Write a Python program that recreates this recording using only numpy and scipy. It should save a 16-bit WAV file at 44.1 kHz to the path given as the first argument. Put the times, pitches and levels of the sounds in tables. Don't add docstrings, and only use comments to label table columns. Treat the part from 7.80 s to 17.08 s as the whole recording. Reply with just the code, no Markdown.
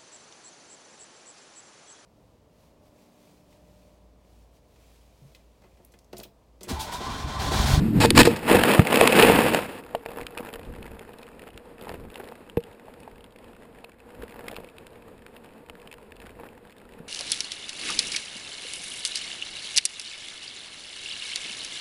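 import sys
import numpy as np
from scipy import signal
from scipy.fft import rfft, irfft
from scipy.io import wavfile
from scipy.ndimage import uniform_filter1d

SR = 44100
rng = np.random.default_rng(int(sys.argv[2]) if len(sys.argv) > 2 else 0)


def unload_wav(signal):
    wavfile.write(
        sys.argv[1],
        SR,
        np.round(np.clip(np.atleast_2d(signal).T, -1, 1) * 32767).astype(np.int16),
    )


N = 409248
T = np.arange(N) / SR
REST_S = 2.0

AIR_COLOUR = [(20, -7), (60, -6), (140, -5), (250, -1), (330, -4), (460, -1), (700, -7), (1200, -14),
              (2500, -21), (4500, -30), (9500, -33), (15000, -36)]
RUSH_COLOUR = [(20, -13.5), (45, -10), (110, -2), (200, -3.5), (310, -4), (450, -24), (800, -32),
               (2000, -37.5), (5000, -46.5), (9000, -49.5), (15000, -60)]
GUST_COLOUR = [(20, -5), (45, 1.5), (80, -0.5), (130, -8.5), (220, -8.5), (400, -13), (1000, -60),
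               (15000, -73)]
GRASS_COLOUR = [(60, 2), (250, 4.5), (480, 5.5), (950, -3), (1400, -6), (2800, -14.5), (4200, -23),
                (7000, -25), (9500, -27), (11000, -17), (14500, -20.5)]
SCRAPE_COLOUR = [(60, -4), (300, 3.5), (900, -5), (1800, -6), (3000, -8.5), (5000, -8), (8000, -12),
                 (11000, -22), (15000, -18.5)]
CRUNCH_COLOUR = [(40, -42), (130, -0.5), (250, 3.5), (550, 0.5), (950, -5), (1300, -7.5), (2700, -9.5),
                 (4000, -19), (7000, -23), (9500, -21.5), (11000, -22.5), (14500, -21)]
SNAP_COLOUR = [(80, -10), (400, -1), (1000, 0), (3000, 0), (5000, -2), (7500, 0), (9500, 2), (11000, -1),
               (15000, 1)]

# t/s, level/dB
RUSH = [(0, -12), (.12, -23), (.49, -16.5), (.6, -43), (.79, -21), (.89, -42.5), (1.35, -34), (1.48, -30),
        (1.7, -31), (2.0, -56.5)]
# middle t/s, length/s, level/dB
GUSTS = [(2.42, 0.21, -48), (2.99, 0.65, -42.5), (4.17, 0.38, -41.5), (5.42, .4, -59), (6.42, 0.26, -46.5),
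         (6.66, .35, -56), (8.46, 0.35, -58), (9.19, 0.39, -54)]
# middle t/s, length/s, relative level/dB
RUSTLES = [(2.06, 0.33, -50), (2.35, 0.38, -39.5), (2.64, 0.48, -39.5), (3.15, 1, -49.5),
           (3.66, 0.24, -46.5), (4.1, 0.35, -44), (4.4, 0.61, -45.5), (5.1, 0.083, -48),
           (6.08, 0.08, -49.5), (6.42, 0.27, -46), (6.68, 0.54, -45), (7.56, 0.29, -54),
           (8.04, 0.31, -54.5), (8.45, 0.23, -53), (8.64, 0.21, -48.5)]
# start t/s, length/s, relative level/dB, rise from start to end/dB
SCRAPES = [(.202, 0.058, -17.5, 2), (0.35, 0.025, -19.5, 11.5), (.376, .007, -3.5, -6),
           (0.388, .031, -8, -2), (.452, .011, -14.5, -5), (0.464, 0.016, -21.5, 1),
           (0.562, 0.013, -31, -7)]
# f/Hz, relative level/dB
FRAME_NOTES = [(874, 1), (1236, -7.5), (1739, -2), (1874, 0.5), (2324, -2.5), (2527, 2), (2919, -10.5),
               (3828, -6.5), (4021, -4.5), (4653, -8), (5137, -5.5), (7348, -11.5)]
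# t/s, relative level/dB
SLIDE = [(0.49, -35), (0.61, -39.8), (0.66, -31.5), (0.7, -16.5), (0.78, -25.5), (0.93, -19.5),
         (0.98, -24.5), (1.04, -38), (1.1, -28.5), (1.12, -22.5), (1.23, -22), (1.31, -22), (1.43, -16),
         (1.51, -18), (1.66, -23.5), (1.79, -29), (1.88, -41.5), (1.99, -43)]
# t/s, relative level/dB, f/Hz (a soft bump is low), reach around f/octaves
KNOCKS = [(.24, -11, 836, 0.27), (.25, -3.5, 510, 0.54), (0.31, -13, 320, 0.31), (0.4176, -5, 252, .5),
          (.474, 0, 333, 0.92), (.749, -7, 262, .5), (0.993, 0.5, 101, 0.84), (0.996, -2, 210, 0.7),
          (1.021, -18.5, 148, .4), (1.213, 0, 546, 0.47), (1.499, -0.5, 514, 0.55), (1.7465, -8, 560, 0.73),
          (2.149, -12.5, 623, 0.42), (2.2604, -20, 560, .7), (2.386, -24.5, 700, 0.82),
          (3.668, -37.5, 447, 0.57), (4.07, -30.5, 800, 0.39), (4.095, -25, 604, 0.79),
          (4.357, -35, 746, 0.46), (4.7716, -22, 850, .4), (4.772, -14, 377, .5), (4.774, -14.5, 94, 1.3),
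          (5.083, -33.5, 707, 0.6), (5.277, -30, 723, 0.38), (6.042, -33.5, 598, 0.56),
          (7.899, -30.5, 535, 1.3), (8.635, -28, 645, 1.2), (9.202, -33, 170, .6)]
# f/Hz, relative level/dB, time to fade by 60 dB/s
CASE_NOTES = [(167, -3, .07), (235, -7, .045), (345, -6, .04), (465, 0, .065), (690, -2, .035),
              (880, -4, .035), (1100, -9, .025), (1700, -17, .025), (2600, -17, .025)]
# t/s, relative level/dB, ringing f/Hz
SNAPS = [(0.305, 2, 3620), (0.432, -5.5, 3000), (0.836, -2, 1620), (.916, -9, 2470), (0.994, -4, 1200),
         (1.071, -9.5, 2350), (1.158, -1, 2600), (1.211, 0, 2600), (1.2751, 3.5, 2460), (1.323, -9, 2260),
         (1.4251, 1.5, 2680), (1.7468, -9, 1730), (2.151, -21, 2110), (2.2613, -23, 1810),
         (2.385, -34, 1490), (2.4131, -24.5, 2140), (2.4668, -21.5, 2750), (2.576, -21, 2840),
         (2.585, -26.5, 2420), (2.738, -25, 2600), (3.028, -30, 2580), (3.1932, -31.5, 2200),
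         (3.431, -34, 2380), (3.7762, -27.5, 2600), (4.0542, -39, 2600), (4.0929, -26.5, 1710),
         (4.357, -26, 2570), (4.4873, -32, 2540), (4.698, -31, 2630), (4.7704, -29, 2230),
         (4.777, -34, 2670), (4.838, -34.5, 2960), (5.442, -35.5, 2630), (6.045, -30.5, 2410),
         (6.4378, -38, 2330), (6.683, -20, 2180), (6.765, -23, 2610), (6.9837, -30, 2400),
         (7.0675, -33, 3180), (7.4647, -32, 1630), (7.565, -35, 2404), (7.8978, -27, 2280),
         (8.017, -40, 2200), (8.074, -32, 2720), (8.1142, -32, 2360), (8.127, -31.5, 2180),
         (8.14, -33, 1960), (8.321, -34, 1910), (8.366, -39.5, 2800), (8.4938, -35.5, 1700),
         (8.6886, -38, 2400), (8.777, -39.5, 1660), (9.1366, -39, 2570)]
# f/Hz, width/Hz, relative level/dB
HOUSING_NOTES = [(228, 53, -6.5), (475.3, 35, 2.5), (917, 160, -6.5), (1730, 250, -10), (2580, 150, -3),
                 (9490, 470, -1)]
# f/Hz, width/Hz, depth from 0 to 1
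OPENING_DIPS = [(6020, 2000, .9), (12020, 700, 1.0)]


def undb(db):
    return 10 ** (np.asarray(db) / 20)


def unit(x):
    return x / np.sqrt(np.mean(x ** 2) + 1e-18)


def curve(rows):
    return np.interp(T, *np.transpose(rows))


def wander(rate):
    hold = max(int(SR / rate), 2)
    steps = np.repeat(rng.standard_normal(N // hold + 1), hold)
    return unit(uniform_filter1d(uniform_filter1d(steps, hold), hold)[:N])


def band(x, hz, width):
    hz = min(hz, SR * .45)
    return signal.lfilter(*signal.iirpeak(hz, hz / min(width, SR / 4), fs=SR), x)


def colour(x, points):
    hz, db = np.transpose(points)
    grid_hz = np.maximum(np.fft.rfftfreq(4096, 1 / SR), 1)
    gains = undb(np.interp(np.log(grid_hz), np.log(hz), db))
    cepstrum = irfft(np.log(gains))
    half = len(cepstrum) // 2
    one_sided = np.r_[cepstrum[0], 2 * cepstrum[1:half], np.zeros(half)]
    return signal.oaconvolve(x, irfft(np.exp(rfft(one_sided))))[:len(x)]


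def add(out, s, sound):
    start = max(int(s * SR), 0)
    out[start:start + len(sound)] += sound[:N - start]


def swells(rows):
    out = np.zeros(N)
    for s, length, db in rows:
        add(out, s - length / 2, undb(db) * np.hanning(max(int(length * SR), 3)))
    return out


def catches(rate, relax_s=.003):
    jumps = (rng.random(N) < rate / SR) * rng.uniform(.3, 1, N)
    return signal.lfilter([1], [1, -np.exp(-1 / (relax_s * SR))], jumps)


def crackle(rate, spread_db):
    out = np.zeros(N)
    for hz in 350 * 2. ** np.arange(6):
        when, size, side = rng.random((int(rate * N / SR), 3)).T
        sizes = undb(spread_db * np.minimum(-np.log(1 - size), 2.1)) * np.sign(side - .5)
        clicks = unit(np.bincount((when * N).astype(int), sizes, N))
        out += band(clicks, hz, hz) + .38 * clicks
    return unit(out)


def fracture(hz, tear_s):
    t = T[:SR // 30]
    fibres = (t == 0) + .5 * rng.standard_normal(len(t)) * np.exp(-t / tear_s)
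    wood_hz = .52 * hz
    ring, wood = band(fibres, hz, hz / 3), band(fibres, wood_hz, wood_hz / 2)
    hiss = rng.standard_normal(len(t)) * np.exp(-1.3 * t / tear_s)
    return undb(-3) * ring / np.abs(ring).max() + undb(-12) * wood / np.abs(wood).max() + undb(-14) * hiss


def air_hush(level_db=-52):
    hush = unit(colour(rng.standard_normal(N), AIR_COLOUR))
    return hush * undb(level_db + wander(1.8) + 2.2 * wander(19))


def wind(flutter_db=3.3, lull_db=-60.5):
    rush = unit(colour(rng.standard_normal(N), RUSH_COLOUR)) * undb(curve(RUSH))
    gusts = unit(colour(rng.standard_normal(N), GUST_COLOUR)) * np.hypot(swells(GUSTS), undb(lull_db))
    return np.where(T < REST_S, rush, gusts) * undb(flutter_db * wander(25))


def grass_motion(creep_db=-65, waver_db=1.5):
    return np.hypot(swells(RUSTLES), undb(creep_db)) * undb(waver_db * wander(14)) * (T > REST_S)


def grass_rustle(motion, gain_db=-1):
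    grip = unit(.16 + catches(rate=55))
    rub = crackle(rate=400, spread_db=2) * grip
    return unit(colour(rub, GRASS_COLOUR)) * motion * undb(gain_db)


def stem_ticks(motion, gain_db=-44, spread_db=4, ring_hz=1850, gap_s=.017, runs=120):
    out = np.zeros(N)
    strength = undb(gain_db) * (motion / np.median(motion[T > REST_S])) ** .35
    starts = REST_S + (np.arange(runs) + rng.random(runs)) / runs * (T[-1] - REST_S)
    for s in starts:
        for _ in range(rng.integers(1, 4)):
            size, pitch, wait = rng.standard_normal(3)
            gain = strength[min(int(s * SR), N - 1)] * undb(spread_db * min(size, 1.3))
            add(out, min(s, T[-1]), gain * fracture(ring_hz * 2 ** (.5 * pitch), tear_s=.0027))
            s += gap_s * np.exp(wait / 2)
    return colour(out, SNAP_COLOUR)


def twig_scrapes(slip_hz=335, edge_s=.0018, quiver_s=.041, quiver_db=-12, gain_db=-2):
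    pressure = np.zeros(N)
    for s, length, db, rise_db in SCRAPES:
        add(pressure, s, undb(db + rise_db * np.linspace(-.5, .5, max(int(length * SR), 2))))
    fade = np.exp(-1 / (quiver_s * SR))
    quiver = undb(quiver_db) * signal.lfilter([1 - fade], [1, -fade], pressure)
    pressure = uniform_filter1d(np.maximum(pressure, quiver), int(edge_s * SR))
    slip_count = np.floor(np.cumsum(slip_hz * np.exp(.08 * wander(70))) / SR)
    slips = unit(np.diff(slip_count, prepend=0))
    scrape = unit(colour(crackle(rate=1400, spread_db=2) + .8 * slips, SCRAPE_COLOUR)) * pressure
    ring = sum(undb(db) * band(scrape, hz, width=45) for hz, db in FRAME_NOTES)
    return undb(gain_db) * (scrape + ring)


def brush_crunch(gain_db=2, lurch_db=1):
    grip = unit(.8 + catches(rate=110))
    crunch = unit(colour(crackle(rate=600, spread_db=-1) * grip, CRUNCH_COLOUR))
    moving = (T > SLIDE[0][0]) & (T < REST_S)
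    fade = uniform_filter1d(moving * 1., SR // 30)
    return crunch * fade * undb(curve(SLIDE) + gain_db + lurch_db * wander(30.5))


def case_knocks(gain_db=-1):
    out, t = np.zeros(N), T[:SR // 6]
    for s, db, hz, reach in KNOCKS:
        ring = np.zeros(len(t))
        for note_hz, note_db, fade_s in CASE_NOTES:
            nearness = 1 / (1 + (np.log2(note_hz / hz) / reach) ** 4)
            ring += nearness * undb(note_db - 60 * t / fade_s) * np.sin(2 * np.pi * note_hz * t)
        width = 1.1 * reach * hz
        shove = band(band((t == 0) * 1., hz, width), hz, width)
        blow = ring / np.abs(ring).max() + shove / np.abs(shove).max()
        add(out, s, undb(db + gain_db) * blow / np.abs(blow).max())
    return out


def stem_snaps():
    out = np.zeros(N)
    for s, db, hz in SNAPS:
        add(out, s, undb(db) * fracture(hz, tear_s=.0018))
    return colour(out, SNAP_COLOUR)


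def scene():
    motion = grass_motion()
    mix = (wind() + twig_scrapes() + brush_crunch() + grass_rustle(motion)
           + stem_snaps() + stem_ticks(motion) + case_knocks() + air_hush())
    return mix[None]


def record(dry, sizzle_hz=12000, sizzle_db=-27, top_hz=15300):
    x = dry + sum(undb(db) * band(dry, hz, width) for hz, width, db in HOUSING_NOTES)
    for hz, width, depth in OPENING_DIPS:
        x = x - depth * band(x, hz, width)
    x = x + undb(sizzle_db) * band(x, hz=620, width=1100) * np.cos(2 * np.pi * sizzle_hz * T)
    treble_cut = signal.ellip(10, .2, 70, top_hz, fs=SR, output="sos")
    return signal.sosfilt(treble_cut, np.clip(x, -1, 1))


dry = scene()
out = record(dry)
unload_wav(out)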